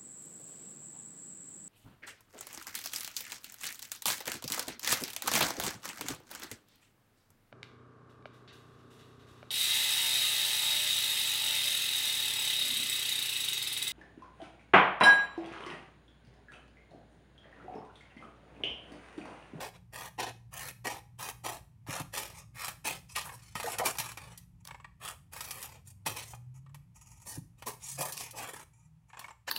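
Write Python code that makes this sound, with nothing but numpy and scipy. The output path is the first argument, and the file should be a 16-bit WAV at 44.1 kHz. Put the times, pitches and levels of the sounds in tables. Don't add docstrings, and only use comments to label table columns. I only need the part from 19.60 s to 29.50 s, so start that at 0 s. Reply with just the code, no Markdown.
import sys
import numpy as np
from scipy import signal
from scipy.fft import rfft, irfft
from scipy.io import wavfile
from scipy.ndimage import uniform_filter1d

SR = 44100
rng = np.random.default_rng(int(sys.argv[2]) if len(sys.argv) > 2 else 0)


def master(y):
    cut = np.clip(np.atleast_2d(y).T, -1, 1)
    pcm = np.round(cut * 32767)
    wavfile.write(sys.argv[1], SR, pcm.astype(np.int16))


N = 436590
TIME = np.arange(N) / SR


def from_db(db):
    return 10 ** (np.asarray(db) / 20)


def rms_one(x):
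    return x / np.sqrt(np.mean(x ** 2) + 1e-20)


def hold_even(x, size, floor):
    return x / np.sqrt(np.abs(uniform_filter1d(x ** 2, size=size)) + floor)


def level_over_time(rows):
    t_s, level_db = np.transpose(rows)
    return np.interp(TIME, t_s, level_db)


def at_hz(points, hz):
    f, value = np.transpose(points)
    return np.interp(np.log(hz + 1), np.log(f), value)


def band(x, low_hz, high_hz):
    sos = signal.butter(2, [low_hz, high_hz], "band", fs=SR, output="sos")
    return signal.sosfilt(sos, x + 1e-18)


def first_order(x, hz, kind):
    return signal.sosfilt(signal.butter(1, hz, kind, fs=SR, output="sos"), x)


def convolve(x, response):
    return signal.oaconvolve(x, response)[:len(x)]


def response_of(colour, size=4096):
    hz = np.arange(size // 2 + 1) * SR / size
    cepstrum = irfft(np.log(from_db(at_hz(colour, hz))))
    cepstrum[1:size // 2] *= 2
    cepstrum[size // 2 + 1:] = 0
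    return irfft(np.exp(rfft(cepstrum)))


def resonance(x, hz, width_hz):
    r = np.exp(-np.pi * width_hz / SR)
    numerator = [(1 - r * r) / 2, 0, (r * r - 1) / 2]
    return signal.lfilter(numerator, [1, -2 * r * np.cos(2 * np.pi * hz / SR), r * r], x)


# f/Hz, level/dB
RUMBLE_COLOUR = [(20, -29), (38, -14.5), (55, -3), (80, -4), (125, -1), (178, -8), (205, -17), (420, -35.5),
                 (1000, -63.5)]
HISS_COLOUR = [(450, -9.5), (900, 4), (1500, -6.5), (2400, -5), (4000, -13.5), (10000, -13.5), (15000, -19)]
# t/s, level/dB
RUMBLE_LEVEL = [(0.0, -60.5), (4.3, -57.5), (5.2, -58.5), (7.8, -60), (9.9, -68.5)]


def rumble_and_hiss():
    rumble = rms_one(convolve(rng.standard_normal(N), response_of(RUMBLE_COLOUR)))
    hiss = rms_one(convolve(rng.standard_normal(N), response_of(HISS_COLOUR)))
    return from_db(level_over_time(RUMBLE_LEVEL)) * rumble + from_db(-81.5) * hiss


def wavering_tone(hz, db, waver_db, wander, per_s=9):
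    t = TIME[:len(db)]
    swells, strays = rng.standard_normal((int(t[-1] * per_s) + 2, 2)).T
    knots = np.arange(len(swells))
    pitch = hz * np.exp(wander * np.interp(2 * t, knots, strays))
    level_db = db + waver_db * np.interp(t * per_s, knots, swells)
    return from_db(level_db) * np.sqrt(2) * np.sin(2 * np.pi * np.cumsum(pitch) / SR)


HUM_HZ = 58.56
# t/s, level/dB
HUM_LEVEL = [(0, -62), (2.8, -58), (3.7, -62.5), (4.7, -55), (5.6, -79), (7, -69.5)]
# multiple of the fundamental, level/dB on top of the common level
HUM_PARTIALS = [(1, -13), (2, -2.5), (3, -11.5)]


def hum():
    level_db = level_over_time(HUM_LEVEL)
    return sum(wavering_tone(order * HUM_HZ, level_db + db, waver_db=5.0, wander=0.028)
               for order, db in HUM_PARTIALS)


# f/Hz, width/Hz, lift/dB
SHEET_MODES = [(528, 8.3, 2), (900, 360, -0.5), (1230, 76, 0), (1683, 42, 2.5), (1851, 97, 6),
               (2250, 280, -2), (2442, 260, 4.5), (3040, 85, -0.5), (5634, 86, 0.5)]
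SHEET_DETUNE = .025


def sheet_response(colour):
    crack = response_of(colour)
    tuning = np.exp(SHEET_DETUNE * rng.standard_normal())
    ringing = sum(from_db(lift_db) * resonance(crack, hz * tuning, width_hz)
                  for hz, width_hz, lift_db in SHEET_MODES)
    return crack + ringing


def registers(x):
    return band(x, 90, 1300), -band(x, 1300, 5000), band(x, 5000, 20000)


def flutter(ring_s, direct_db, size=2048):
    echoes = rng.standard_normal(size) * np.exp(-TIME[:size] / ring_s)
    echoes = rms_one(first_order(echoes, 900, "high")) / np.sqrt(size)
    echoes[0] += from_db(direct_db)
    return rms_one(echoes) / np.sqrt(size)


HOLD_S = .09


def shifting_flutter(x, ring_s, direct_db):
    count = int(len(x) / SR / HOLD_S) + 2
    place = np.linspace(0, count - 1, len(x))
    out = np.zeros(len(x))
    for k in range(count):
        weight = np.cos(np.pi / 2 * np.clip(place - k, -1, 1))
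        out += convolve(x * weight, flutter(ring_s, direct_db))
    return out


def stick_slip(per_s, jitter, spread_db, slip_s, rub_db, rub_hz):
    gaps, sizes = rng.standard_normal((12000, 2)).T
    at = (np.cumsum(np.exp(jitter * gaps)) / per_s * SR).astype(int)
    inside = at < N
    slips = np.zeros(N)
    slips[at[inside]] = from_db(spread_db * np.clip(sizes[inside], -2, 2))
    showers = signal.lfilter([1], [1, -np.exp(-1 / (slip_s * SR))], slips + 1e-18)
    rubbing = first_order(rng.standard_normal(N), rub_hz, "low")
    return rms_one(showers) * rng.laplace(size=N) + from_db(rub_db) * rubbing


def strokes(rows, gesture, friction, colour, attack_s, release_s, ring_s, direct_db,
            drum_follows, edge_follows):
    out = np.zeros(N)
    for s, length_s, force_db, *shape, drum_db, bright_db in rows:
        span = slice(max(int((s - 2 * attack_s) * SR), 0), int((s + length_s + release_s) * SR))
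        t = TIME[span] - s
        edges_s = [-attack_s, attack_s / 2, length_s, length_s + release_s]
        contact = np.interp(t, edges_s, [0, 1, 1, 0]) ** 2
        swing_db = gesture(t, length_s, *shape)
        sound = shifting_flutter(convolve(friction[span], sheet_response(colour)), ring_s, direct_db)
        levels = (drum_db + drum_follows * swing_db, swing_db, bright_db + edge_follows * swing_db)
        for part, db in zip(registers(sound), levels):
            out[span] += contact * from_db(force_db + db) * hold_even(part, 2000, 1e-20)
    return out


BITE_BUILD_DB_PER_S = 184


def bite(t, length_s, fade_db_per_s, hardest_s=0):
    past_s = np.clip(t, 0, length_s) - hardest_s
    return np.minimum(BITE_BUILD_DB_PER_S * past_s, -fade_db_per_s * past_s)


# t/s, length/s, force level/dB, fade/(dB/s),
# time to the hardest bite/s, drumming relative level/dB, bright edge relative level/dB
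CLOSINGS = [(0.0, 0.073, -46, 71, 0.0043, 3, -4.5), (0.587, 0.11, -38, 112, 0.0036, 1.5, -10.5),
            (1.251, 0.13, -38, 142, 0.0024, 0.5, -4.5), (1.843, 0.13, -44, 150, 0.024, 4.5, 2.5),
            (2.532, 0.19, -40.5, 150, 0.044, -4.5, 1), (3.25, 0.12, -35.5, 193.5, 0.021, -6.5, -2),
            (3.558, 0.068, -33, 251, 0.0045, -23, -7.5), (6.463, 0.112, -38, 273, 0.004, -2, 2.5),
            (6.562, 0.074, -44, 125, 0.0046, -8.5, -1.5), (8.065, 0.34, -51.5, 319, 0.011, 10, 13.5),
            (9.877, 0.024, -38, 33, 0.0083, -13, -16.5)]
# f/Hz, level/dB
CLOSING_COLOUR = [(120, -59.5), (230, 0), (400, 1.5), (850, -1), (1350, -12.5), (2400, -12.5),
                  (4000, -10.5), (7000, -8), (9500, -4.5), (15500, -11.5)]


def cuts():
    tearing = stick_slip(per_s=220, jitter=.5, spread_db=2.5, slip_s=.002, rub_db=2, rub_hz=4000)
    return strokes(CLOSINGS, bite, tearing, CLOSING_COLOUR, attack_s=0.012, release_s=0.041,
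                   ring_s=0.0058, direct_db=-3.5, drum_follows=0.83, edge_follows=0.99)


def sweep(t, length_s, ends_db):
    return -ends_db * np.clip(2 * t / length_s - 1, -1, 1) ** 2


# t/s, length/s, mid-stroke force level/dB,
# drop at both ends/dB, drumming relative level/dB, bright edge relative level/dB
OPENINGS = [(0.138, 0.032, -58.5, 7, -1.5, -21), (0.332, 0.15, -50, 4.5, 0, -3),
            (0.922, 0.19, -49, 11, -2.5, 1.5), (1.594, 0.11, -48.5, -0.5, 1, 1.5),
            (2.277, 0.14, -43, 8, -2, -7.5), (2.945, 0.195, -41.5, 23.5, -13, -8.5),
            (5.408, 0.13, -45, 17, -6, -4.5), (5.727, 0.34, -55.5, -1, -1.5, 4)]
# f/Hz, level/dB
OPENING_COLOUR = [(120, -11), (380, -9.5), (700, -6), (1080, -7.5), (1600, -10.5), (2400, -12.5),
                  (3600, -10.5), (6000, -5), (10000, 4.5), (15500, -1)]


def slides():
    rasping = stick_slip(per_s=86, jitter=0.24, spread_db=4.0, slip_s=0.0062, rub_db=5.5, rub_hz=3020)
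    return strokes(OPENINGS, sweep, rasping, OPENING_COLOUR, attack_s=0.018, release_s=0.024,
                   ring_s=0.0032, direct_db=-3.0, drum_follows=0.43, edge_follows=0.7)


# t/s, peak level/dB
EDGE_TICKS = [(0.344, -37), (3.954, -30), (4.2588, -17), (4.373, -31), (4.519, -30.5), (5.052, -36),
              (5.074, -33), (5.084, -39), (8.577, -27)]


def ticks(fade_s, shiver_db, shiver_s, strain_s, size=1500):
    out = np.zeros(N + size)
    before = size // 4
    t = TIME[:size] - TIME[before]
    crack = (t >= 0) * np.exp(-np.abs(t) / fade_s)
    shiver = from_db(shiver_db) * np.exp(np.minimum(t / strain_s, -t / shiver_s))
    for s, peak_db in EDGE_TICKS:
        burst = band(rng.standard_normal(size) * (crack + shiver), 840, 13000)
        tick = convolve(burst, flutter(ring_s=0.0006, direct_db=-4))
        at = int(s * SR) - before
        out[at:at + size] += from_db(peak_db) * tick / np.abs(tick).max()
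    return out[:N]


# t/s, relative level/dB, tilt/dB (added to the treble, half taken off the bass)
BUCKLES = [(0.597, -36.5, 8), (1.086, -29.5, 6), (1.712, -39.5, -12), (2.267, -41.5, -5), (2.4, -28, 3),
           (3.039, -32.5, -1), (3.082, -25, 4.5), (3.563, -26.5, 26), (3.613, -32.5, 4), (3.955, -22.5, -5),
           (4.0, -26.5, -1), (4.12, -27.5, 26), (4.186, -21, 9), (4.255, -23.5, 11), (4.27, -19.5, 8.5),
           (4.354, -32.5, -2), (4.386, -19.5, 10), (4.4, -21, 8), (4.574, -30, 0.5), (4.777, -36, 24),
           (5.808, -26, 10), (5.848, -34, 11), (5.909, -25.5, 15), (6.028, -28, 16), (6.463, -22.5, 2.5),
           (6.736, -33.5, -33), (7.146, -40, 3.5), (8.024, -33.5, -3.5), (8.42, -24.5, 23),
           (8.524, -26, 34), (8.608, -27.5, 8), (8.711, -34.5, 27), (9.594, -32.5, 6.5)]
# f/Hz, level/dB
BUCKLE_COLOUR = [(120, 7.5), (400, -9), (950, 1.5), (1500, -10), (2500, -9.5), (4000, -11), (8000, -12.5),
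                 (11000, -8.5), (15500, -17.5)]


def snaps(shiver_s, crack_db, rise_s, growth, size=4096):
    out, t = np.zeros(N + size), TIME[:size]
    body = sheet_response(BUCKLE_COLOUR)
    usual_db = np.mean(np.array(BUCKLES)[:, 1])
    for s, level_db, tilt in BUCKLES:
        lasting_s = shiver_s * from_db(growth * (level_db - usual_db))
        envelope = np.exp(-t / lasting_s) * (1 - np.exp(-t / rise_s))
        push = rms_one(rng.standard_normal(size) * envelope)
        push[int(rise_s * SR)] += from_db(crack_db) * np.sqrt(size)
        sound = convolve(convolve(push, body), flutter(ring_s=0.0086, direct_db=4.5))
        tilted = from_db([-tilt / 2, 0, tilt]) @ np.array(registers(sound))
        at = int((s - rise_s) * SR)
        out[at:at + size] += from_db(level_db) * rms_one(tilted)
    return out[:N]


# start t/s, loudest t/s, end t/s, start f/Hz, end f/Hz, level/dB before wavering
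GLIDING_TONES = [(0.905, 1.2, 1.38, 152, 110.3, -57), (5.722, 6.876, 7.17, 70, 139, -49.5),
                 (7.802, 8.297, 8.6, 110.6, 141, -56.5), (8.805, 9.348, 9.4, 147, 156.4, -65.5)]
GLIDE_FADE_DB_PER_S, GLIDE_EDGE_S = 14.5, .1


def glides():
    out = np.zeros(N)
    for start, loudest, end, start_hz, end_hz, db in GLIDING_TONES:
        span = slice(max(int((start - GLIDE_EDGE_S) * SR), 0), int((end + GLIDE_EDGE_S) * SR))
        t = TIME[span]
        hz = np.exp(np.interp(t, [start, end], np.log([start_hz, end_hz])))
        fade = np.clip(1 + np.minimum(t - start, end - t) / GLIDE_EDGE_S, 0, 1)
        level_db = db - GLIDE_FADE_DB_PER_S * np.abs(t - loudest)
        out[span] += fade * wavering_tone(hz, level_db, waver_db=5.5, wander=0.0201)
    return out


# t/s, relative level/dB
HAND_KNOCKS = [(2.286, -29.5), (2.401, -29.5), (6.465, -34), (7.775, -29.5), (8.391, -36)]
# f/Hz, relative level/dB, T60/s
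TABLE_TOP_MODES = [(104, 1.5, 0.11), (145.3, 5.5, 0.13), (175.5, -3.5, 0.22), (248, -3.5, 0.11),
                   (299, 4, 0.049)]


def knocks(size=12000):
    t, blows, thud = TIME[:size], np.zeros(N), np.zeros(size)
    for s, db in HAND_KNOCKS:
        blows[int(s * SR)] = from_db(db)
    for k, (hz, db, t60) in enumerate(TABLE_TOP_MODES):
        polarity = (-1) ** k
        thud += polarity * from_db(db - 60 * t / t60) * np.sin(2 * np.pi * hz * t)
    return convolve(blows, thud)


# t/s, length/s, mid-stroke force level/dB,
# drop at both ends/dB, drumming relative level/dB, bright edge relative level/dB
LIGHT_SCRAPES = [(2.72, 0.12, -56.5, 13, -7.5, 1.5), (3.492, 0.04, -58, 1.2, -20, 4.5),
                 (3.76, 0.2, -64, 5.1, -21, -2), (6.05, 0.14, -61.5, 8.7, 0, -3),
                 (6.255, 0.062, -71, 3, -7, 15), (6.65, 0.1, -62, 2.2, -6.5, 7),
                 (7.655, 0.12, -60.5, 3.8, 4, 17.5), (7.98, 0.04, -70.5, 2, -2.5, 1),
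                 (8.2, 0.2, -56.5, 8.1, -31, 12.5), (8.52, 0.18, -50.5, 7.7, -9.5, 4.5),
                 (8.73, 0.11, -58.5, 19.9, 11, 17), (9.56, 0.157, -63.5, 7.5, 1, -11)]
# f/Hz, level/dB
SCRAPE_COLOUR = [(400, -2), (950, -4.5), (1600, -17.5), (2500, -15), (3900, -14.5), (6200, -6.5),
                 (9500, -3), (15500, -14)]


def grazes():
    scraping = stick_slip(per_s=61, jitter=0.66, spread_db=3.5, slip_s=0.016, rub_db=1.0, rub_hz=3500)
    return strokes(LIGHT_SCRAPES, sweep, scraping, SCRAPE_COLOUR, attack_s=0.014, release_s=.035,
                   ring_s=0.0046, direct_db=-11.5, drum_follows=0.51, edge_follows=3.2)


# t/s, relative level/dB, centre f/Hz
SHEET_RINGS = [(3.566, -28, 1033), (4.045, -27, 580), (4.074, -28, 759), (4.217, -23.5, 796),
               (8.073, -29, 934), (8.429, -30, 983)]


def sheet_rings(swell_s, glide_per_s, spread, size=6000):
    out, t = np.zeros(N), TIME[:size]
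    swell = t / swell_s * np.exp(1 - t / swell_s)
    for s, db, hz in SHEET_RINGS:
        cluster = np.zeros(size)
        for detune, slide, phase in rng.standard_normal((6, 3)):
            pitch = hz * np.exp(spread * detune + glide_per_s * slide * t)
            cluster += np.sin(2 * np.pi * np.cumsum(pitch) / SR + np.pi * phase)
        at = int((s - swell_s / 2) * SR)
        out[at:at + size] += from_db(db) * swell * rms_one(cluster)
    return out


# t/s, length/s, force level/dB, fade/(dB/s),
# drumming relative level/dB, bright edge relative level/dB
BENDS = [(3.64, 0.12, -61.5, 55, 6, 11.5), (3.96, 0.19, -47, -5, -2, -2), (4.19, 0.052, -43, 205, 12, -8),
         (4.256, 0.045, -32.5, 198, 0, 0), (4.383, 0.14, -44, 60, -5, -4.5),
         (4.577, 0.16, -55, 39, -3, -10), (4.745, 0.078, -68, 36, -20, -4),
         (8.388, 0.13, -45.5, 110, 9, 10), (8.782, 0.24, -46.5, 51, 2, -1)]
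# f/Hz, level/dB
BEND_COLOUR = [(120, -6), (350, -1), (720, -0.5), (1300, -7.5), (2300, -12.5), (4000, -12), (10000, 0),
               (15500, -9.5)]


def flexes(creasing):
    return strokes(BENDS, bite, creasing, BEND_COLOUR, attack_s=0.02, release_s=0.042,
                   ring_s=0.0031, direct_db=-6.5, drum_follows=1.14, edge_follows=0.95)


# t/s, relative level/dB
WOODY_TICKS = [(3.655, -48), (3.672, -47), (3.692, -44), (3.718, -49.5), (3.736, -51), (5.052, -59),
               (5.074, -57), (5.087, -51), (5.109, -44.5), (5.145, -46.5), (5.2, -53), (5.245, -46),
               (5.762, -47), (7.063, -61), (7.094, -67), (7.151, -61), (9.501, -59.5), (9.532, -50),
               (9.546, -53.5), (9.571, -47.5), (9.59, -51), (9.613, -50.5), (9.643, -43), (9.683, -48.5),
               (9.707, -48.5), (9.88, -40)]
# f/Hz, width/Hz, level/dB
WOODY_MODES = [(603, 94, -6), (980, 200, 7), (1108, 46, -2), (1783, 120, 2.5), (2210, 88, 0),
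               (2560, 250, -4), (7800, 427, -5)]


def woody_ticks(scuff_s, rise_s, scatter_db, again_s, again_db, detune, rise_per_s, size=2000):
    out, t = np.zeros(N + size), TIME[:size]
    rings = []
    for hz, width_hz, db in WOODY_MODES:
        ring = np.exp(-np.pi * width_hz * t) * np.cos(2 * np.pi * hz * t)
        rings.append(from_db(db) * rms_one(band(ring, hz / 2, hz * 2)))
    scuff = np.exp(-t / scuff_s) * (1 - np.exp(-t / rise_s))
    scuffs = scuff + from_db(again_db) * np.interp(t - again_s, t, scuff)
    for s, level_db in WOODY_TICKS:
        body = from_db(scatter_db * rng.standard_normal(len(rings))) @ np.array(rings)
        sound = convolve(rng.standard_normal(size) * scuffs, body)
        tuning = np.exp(detune * rng.standard_normal() + rise_per_s * (t / 2 - again_s))
        at = int((s - rise_s) * SR)
        out[at:at + size] += from_db(level_db) * rms_one(np.interp(t * tuning, t, sound))
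    return out[:N]


def singing(friction, modes, damping, low_hz, high_hz):
    x = sum(from_db(db) * rms_one(resonance(friction, hz, width_hz * damping))
            for hz, width_hz, db in modes)
    return hold_even(band(x, low_hz, high_hz), 3000, 1e-12)


# t/s, length/s, sheet level/dB, steel level/dB,
# damping (factor on the modes' widths), rise of the slit's pitch (share)
LIGHT_RUBS = [(4.998, 0.029, -72, -72, 0.51, 0.077), (6.939, 0.064, -69.5, -65, 1.55, 0.015),
              (7.343, 0.313, -68, -62.5, 1.3, 0.01), (8.221, 0.115, -62, -48, 0.38, 0.18),
              (9.12, 0.166, -77, -74, 0.18, 0.025), (9.469, 0.089, -73.5, -76, .5, 0.13)]
# f/Hz, width/Hz, level/dB
SINGING_SLIT = [(919, 92, 4.5), (1236, 30, -3.5), (1936, 19, -7.5), (2370, 390, 3)]
SINGING_STEEL = [(5770, 130, -1), (6030, 55, 3.5), (6760, 110, 8), (7440, 740, 9.5), (9450, 270, 4.5),
                 (10500, 260, 2)]


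def squeaks(friction, edge_s):
    out = np.zeros(N)
    for s, length_s, sheet_db, steel_db, damping, rise in LIGHT_RUBS:
        span = slice(int(s * SR), int((s + length_s) * SR))
        t = TIME[span] - s
        slit = singing(friction[span], SINGING_SLIT, damping, 600, 3000)
        steel = singing(friction[span], SINGING_STEEL, damping, 5000, 16000)
        rising = np.interp(t + rise * t * (t / length_s - 1) / 2, t, slit)
        touch = np.clip(np.minimum(t, length_s - t) / edge_s, 0, 1)
        out[span] += touch * (from_db(sheet_db) * rising + from_db(steel_db) * steel)
    return out


ROOM_DB, ROOM_T60_S = -13, 0.34


def room(x, build_s, size=26000):
    t = TIME[:size]
    tail = band(rng.standard_normal(size), 90, 20000)
    tail = tail * from_db(-60 * t / ROOM_T60_S) * (1 - np.exp(-t / build_s))
    return convolve(x, rms_one(tail) / np.sqrt(size))


def scene():
    near = cuts() + slides()
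    near += ticks(fade_s=0.00064, shiver_db=-12.5, shiver_s=.004, strain_s=0.0024)
    near += from_db(-21.0) * snaps(shiver_s=0.0078, crack_db=-6.5, rise_s=.0025, growth=0.11)
    near += from_db(-10.5) * knocks()
    near += grazes()
    near += from_db(-9.5) * sheet_rings(swell_s=0.01067, glide_per_s=1.1, spread=.15)
    creasing = stick_slip(per_s=70, jitter=0.64, spread_db=6.5, slip_s=0.017, rub_db=-6.5, rub_hz=4000)
    near += flexes(creasing)
    near += from_db(-6.0) * woody_ticks(scuff_s=0.004, rise_s=0.0016, scatter_db=2.5, again_s=0.0071,
                                        again_db=-9.5, detune=.035, rise_per_s=1.8)
    near += squeaks(creasing, edge_s=0.017)
    background = rumble_and_hiss() + hum() + glides()
    return (near + from_db(ROOM_DB) * room(near, build_s=0.0083) + background)[None]


CUTOFF_HZ = 15800


def record(dry):
    return signal.sosfilt(signal.ellip(10, .1, 70, CUTOFF_HZ, fs=SR, output="sos"), dry)


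dry = scene()
out = record(dry)
master(out)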